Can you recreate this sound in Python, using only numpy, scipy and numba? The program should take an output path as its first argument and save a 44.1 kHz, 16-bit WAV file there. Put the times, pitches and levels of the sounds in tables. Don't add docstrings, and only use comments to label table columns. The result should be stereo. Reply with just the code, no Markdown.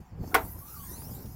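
import sys
import numpy as np
from scipy import signal
from scipy.fft import rfft, irfft
from scipy.io import wavfile
from scipy.ndimage import uniform_filter1d, map_coordinates
from numba import njit

SR = 44100
rng = np.random.default_rng(int(sys.argv[2]) if len(sys.argv) > 2 else 0)


def transcribe(signal):
    frames = np.atleast_2d(signal).T
    limited = np.clip(frames, -1, 1)
    pcm = np.round(limited * 32767).astype(np.int16)
    wavfile.write(sys.argv[1], SR, pcm)


N = 59535
T = np.arange(N) / SR

# [f/Hz, level/dB]
TRAFFIC_COLOUR = [(40, 5.5), (200, 3), (450, -19.5), (800, 3.5), (1300, -7.5), (2500, -15), (6000, -37),
                  (16000, -38)]
# [t/s, rumble level/dB, flutter level/dB]
GUSTS = [(0, -33.5, -52), (.03, -51, -70), (.09, -61, -68), (.125, -43, -55.5), (.16, -41, -56.5),
         (.205, -32, -52.5), (.25, -35, -45.5), (.29, -43.5, -47), (.4, -39.5, -45.5), (.48, -36.5, -48.5),
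         (.52, -45.5, -59), (.57, -36, -50.5), (.63, -50.5, -58.5), (.73, -48.5, -57), (.79, -42, -86),
         (.85, -47, -63), (.92, -40.5, -49.5), (.97, -45, -48.5), (1.05, -42, -51.5), (1.11, -36.5, -45.5),
         (1.2, -46, -49), (1.255, -39.5, -52), (1.35, -42.5, -71)]
# [f/Hz, level/dB]
RUMBLE_COLOUR = [(15, -19), (35, -11), (60, -0.5), (110, -2), (180, -6.5), (280, -20), (500, -28.5),
                 (1500, -78)]
FLUTTER_COLOUR = [(80, -47), (230, 5), (450, -4.5), (900, -12.5), (1600, -26), (3000, -39), (8000, -60)]
# [t/s, length/m]
AHEAD_LENGTH = [(.35, .19), (.55, .173), (.62, .156), (.75, .1225), (.9, .095), (1., .0755), (1.1, .056),
                (1.2, .039), (1.35, .024)]
# [t/s, high hiss level/dB, chamber rush level/dB]
GAS_FLOW = [(0, -69, -62.5), (.15, -96, -71.5), (.23, -62.5, -59), (.29, -52.5, -54), (.42, -43, -57.5),
            (.51, -45, -57.5), (.64, -46.5, -59), (.69, -45, -51), (.8, -42, -55), (.92, -42.5, -50),
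            (1.07, -45, -53), (1.17, -48, -51), (1.25, -50.5, -56), (1.35, -53, -57.5)]
# [f/Hz, level/dB]
HISS_COLOUR = [(2000, -28.5), (5000, -23.5), (8500, -13), (10500, -4.5), (12000, -0.5), (13500, -1),
               (15000, 1), (16000, -10)]
RUSH_COLOUR = [(500, -1), (1300, 0), (2100, -5.5), (3200, -12.5), (4200, -2), (5300, 3), (7500, -0.5),
               (10000, -10.5), (15000, -1.5)]
# [t/s, level ahead/dB, level behind/dB]
CHAMBER_TONES = [(.35, -99, -97), (.48, -81, -70), (.55, -58, -76), (.59, -71, -90), (.625, -50.5, -84),
                 (.67, -62, -77), (.76, -50.5, -55), (.81, -78, -58.5), (.88, -56, -57.5), (1., -86, -56.5),
                 (1.08, -73, -68), (1.35, -87, -65)]
# [multiple of its lowest f, loudest at t/s, length/s, level/dB]
PARTIALS = [(2, 0.832, 0.037, -62.5), (2, 0.948, 0.054, -62), (2, 1.05, 0.044, -57),
            (3, 0.946, 0.082, -56.5), (4, 0.848, 0.076, -60), (5, 0.843, 0.091, -56),
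            (1, 1.178, 0.028, -64)]
# [t/s, level/dB, rise/s, t60/s, f/Hz, width/Hz]
SCRAPES = [(0.1444, -60, .0003, 0.0062, 700, 1090), (0.233, -67, .0005, 0.028, 648, 914),
           (0.2411, -36.5, 0.00063, 0.026, 510, 475), (.311, -36, 0.017, 0.13, 740, 150),
           (0.314, -44.5, 0.012, 0.14, 1380, 200), (.331, -27.5, 0.0032, 0.06, 300, 200),
           (.412, -48, .004, 0.039, 1680, 800), (0.583, -45, 0.0011, 0.016, 540, 700),
           (0.914, -34.5, 0.0013, 0.098, 205, 162), (1.019, -43.5, .0005, 0.028, 890, 1080),
           (1.09, -45, 0.0011, 0.049, 443, 660), (1.241, -30.5, .002, 0.098, 150, 107),
           (1.256, -51, 0.0023, 0.054, 4200, 5000)]
# [f/Hz, level/dB, rise/s, t60/s, side share]
PANEL_BANDS = [(299, -32, 0.013, 0.2, 0.16), (480, -36.5, 0.018, 0.27, .25), (803, -27, 0.0044, 0.26, 0.49),
               (1204, -21, 0.002, .17, 0.8), (2010, -25.5, 0.00067, .16, 0.99),
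               (3230, -33, 0.0026, 0.15, 1), (4900, -27, 0.0026, 0.087, 1.),
               (7700, -37.5, 0.0013, 0.15, 1.), (12500, -18.5, 0.00203, 0.063, 0.88)]
# [f/Hz, level/dB, t60/s]
BONNET_MODES = [(290.3, -32.5, 0.2), (415, -21.5, 0.16), (460.2, -18.5, 0.12), (658, -26.5, 0.19),
                (757, -23, 0.19), (917, -32.5, 0.31), (1042, -21.5, 0.14), (1630, -23, 0.11),
                (2017, -26.5, 0.094), (2010, -25, 0.11), (2600, -32, 0.1), (2872, -20.5, 0.046)]
# [t/s, level/dB, t60/s]
CLICKS = [(0.3435, -14.5, 0.018), (0.3459, -15.5, 0.021), (0.3479, -17.5, 0.021), (0.3494, -21.5, 0.031),
          (0.3592, -26, 0.011)]
# [f/Hz, level/dB]
CLICK_COLOUR = [(200, -10), (900, 11.5), (2000, 18.5), (2800, -0.5), (4500, -3.5), (7000, -10.5),
                (9500, -0.5), (12500, 2), (16000, -35)]
# [f/Hz, level relative to the click/dB, t60/s]
HOOK_MODES = [(1240, -9, 0.011), (1690, -8, 0.0097), (2030, -10.5, 0.014)]
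# [f/Hz, relative level/dB, t60/s]
CATCH_MODES = [(733, -8, 0.023), (1122, -3, 0.018), (1473, -3, .02), (1850, -8.5, 0.016),
               (2280, -15, 0.031), (3370, -18.5, 0.018)]

TRAFFIC_DB = -57
WIND_PAN_DB, FLUTTER_PAN_DB = 6, -4
FLUTTER_DEPTH_DB, FLUTTER_HZ, EDDY_S = 8, 79, .06
SOUND_M_S, TUBE_M = 343, .2635
AHEAD_ECHO, BEHIND_ECHO, BEHIND_DB = .58, .4, -1
TONE_WIDTH_HZ, PARTIAL_WIDTH_HZ = 49, 210
PATCH_HZ, PATCH_S, HISS_PATCH_DB, RUSH_PATCH_DB = 383.8, .035, 6.5, 5.5
SNAP_S, CHATTER_HZ, CHATTER_S = .3441, 365.4, .0177
CHATTER_GROWTH_DB, CHATTER_JITTER_S, CHATTER_SCATTER_DB = .05, .00002, 8.5
RING_DB, RING_PAN_DB = -17, -2.9
BONNET_RISE_S, BONNET_SIDE = .0071, .17
CEILING, TOP_HZ = .62, 16050


def undb(db):
    return 10 ** (np.asarray(db) / 20)


def unit(x):
    return x / np.sqrt(np.mean(x ** 2, axis=-1, keepdims=True))


def curve(table, axis=1):
    rows = np.array(table)
    return np.interp(T, rows[:, 0], rows[:, axis])


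def pan(db):
    return undb(np.array([[db], [-db]]) / 2)


def spread(pair, side):
    return (pair[0] + side * pair[1] * np.array([[1], [-1]])) / np.hypot(1, side)


def shaped(gain):
    return unit(irfft(rfft(rng.standard_normal((2, N))) * gain, N))


def noise(colour):
    hz, db = np.array(colour).T
    bins = np.fft.rfftfreq(N, 1 / SR) + 1
    return shaped(undb(np.interp(np.log(bins), np.log(hz), db)))


def band(hz, width_hz):
    bins = np.fft.rfftfreq(N, 1 / SR) + 1
    detuning = (bins - hz ** 2 / bins) / width_hz
    return shaped(1 / (1 + detuning ** 2))


def decay(age, t60):
    return np.exp(-np.log(1000) * age / t60)


def blow(start, rise, t60):
    age = np.maximum(T - start, 0)
    return (1 - np.exp(-age / rise)) * decay(age, t60)


def lowpass_noise(cutoff_hz, white):
    return signal.sosfilt(signal.butter(2, cutoff_hz, fs=SR, output="sos"), white)


def traffic():
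    return undb(TRAFFIC_DB) * spread(noise(TRAFFIC_COLOUR), side=.9)


def wind():
    eddies = unit(lowpass_noise(FLUTTER_HZ, rng.standard_normal((2, N))))
    flutter = unit(noise(FLUTTER_COLOUR) * undb(FLUTTER_DEPTH_DB * np.tanh(eddies)))
    rumble = noise(RUMBLE_COLOUR)
    rumble = rumble / np.sqrt(uniform_filter1d(rumble ** 2, int(EDDY_S * SR)))
    low = pan(WIND_PAN_DB) * undb(curve(GUSTS, axis=1)) * rumble
    return low + pan(FLUTTER_PAN_DB) * undb(curve(GUSTS, axis=2)) * flutter


@njit
def tube(x, lag, echo):
    y = x.copy()
    for i in range(len(x)):
        at = i - lag[i]
        if at >= 0:
            k = int(at)
            y[i] += echo * (y[k] + (at - k) * (y[k + 1] - y[k]))
    return y


def chamber(hz, echo):
    return unit(np.array([tube(gas, SR / hz, echo) for gas in noise(RUSH_COLOUR)]))


def whistle(hz, width_hz):
    white = rng.standard_normal((2, N)) + 1j * rng.standard_normal((2, N))
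    carrier = np.exp(2j * np.pi * np.cumsum(hz) / SR)
    return unit(np.real(lowpass_noise(width_hz / 2, white) * carrier))


def patchy(x, depth_db):
    hz, s, cells = signal.stft(x, SR, nperseg=512)
    places = np.meshgrid(hz / PATCH_HZ, s / PATCH_S, indexing="ij")
    levels = map_coordinates(rng.standard_normal((256, 256)), places, order=1, mode="mirror")
    return unit(signal.istft(cells * undb(depth_db * levels), SR)[1][:, :N])


def struts():
    ahead_m = curve(AHEAD_LENGTH)
    ahead_hz = SOUND_M_S / (2 * ahead_m)
    behind_hz = SOUND_M_S / (2 * (TUBE_M - ahead_m))

    rush = chamber(ahead_hz, AHEAD_ECHO) + undb(BEHIND_DB) * chamber(behind_hz, BEHIND_ECHO)
    gas = undb(curve(GAS_FLOW, axis=1)) * patchy(noise(HISS_COLOUR), HISS_PATCH_DB)
    gas = gas + undb(curve(GAS_FLOW, axis=2)) * patchy(rush, RUSH_PATCH_DB)

    tones = 0
    for column, hz in [(1, ahead_hz), (2, behind_hz)]:
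        tone = spread(whistle(hz, TONE_WIDTH_HZ), side=.53)
        tones = tones + undb(curve(CHAMBER_TONES, axis=column)) * tone

    partials = 0
    for multiple, peak, length, db in PARTIALS:
        swell = np.exp(-((T - peak) / length) ** 2)
        tone = whistle(multiple * ahead_hz, PARTIAL_WIDTH_HZ)
        partials = partials + undb(db) * swell * patchy(tone, RUSH_PATCH_DB)
    return gas + pan(-.5) * tones + partials


def scrapes():
    return sum(undb(db) * blow(start, rise, t60) * spread(band(hz, width), side=.68)
               for start, db, rise, t60, hz, width in SCRAPES)


def panel():
    return sum(undb(db) * blow(SNAP_S, rise, t60) * spread(band(hz, .5 * hz), side)
               for hz, db, rise, t60, side in PANEL_BANDS)


def bonnet():
    ring = 0
    for hz, db, t60 in BONNET_MODES:
        phase = rng.uniform(0, 2 * np.pi, (2, 1)) * np.array([[0], [1]])
        pair = np.sin(2 * np.pi * hz * (T - SNAP_S) + phase)
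        ring = ring + undb(db) * blow(SNAP_S, BONNET_RISE_S, t60) * spread(pair, BONNET_SIDE)
    return pan(RING_PAN_DB) * ring


def clicks():
    cracks, hook = 0, 0
    for start, db, t60 in CLICKS:
        cracks = cracks + undb(db) * blow(start, .00016, t60)
        for hz, mode_db, mode_t60 in HOOK_MODES:
            tone = np.sin(2 * np.pi * hz * (T - start))
            hook = hook + undb(db + mode_db) * blow(start, .0001, mode_t60) * tone
    return spread(noise(CLICK_COLOUR), side=.88) * cracks + pan(RING_PAN_DB) * hook


def latch():
    order = np.arange(12)
    chance = rng.standard_normal((len(order), 2))
    times = SNAP_S + order / CHATTER_HZ + CHATTER_JITTER_S * chance[:, 0]
    sizes = undb(CHATTER_GROWTH_DB * order + CHATTER_SCATTER_DB * chance[:, 1])
    sizes = sizes * np.clip(CHATTER_S * CHATTER_HZ - order, 0, 1)
    contacts = np.bincount((times * SR).astype(int), sizes, N)
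    ring = 0
    for k, (hz, db, t60) in enumerate(CATCH_MODES):
        sign = (-1) ** k
        ring = ring + sign * undb(db) * np.sin(2 * np.pi * hz * T) * decay(T, t60)
    return undb(RING_DB) * pan(RING_PAN_DB) * signal.fftconvolve(contacts, ring)[:N]


def scene():
    return latch() + clicks() + bonnet() + panel() + scrapes() + struts() + wind() + traffic()


def record(dry):
    rounded = CEILING * np.tanh(dry / CEILING) * np.minimum(T / .004, 1)
    return signal.sosfilt(signal.ellip(10, .2, 70, TOP_HZ, fs=SR, output="sos"), rounded)


dry = scene()
out = record(dry)
transcribe(out)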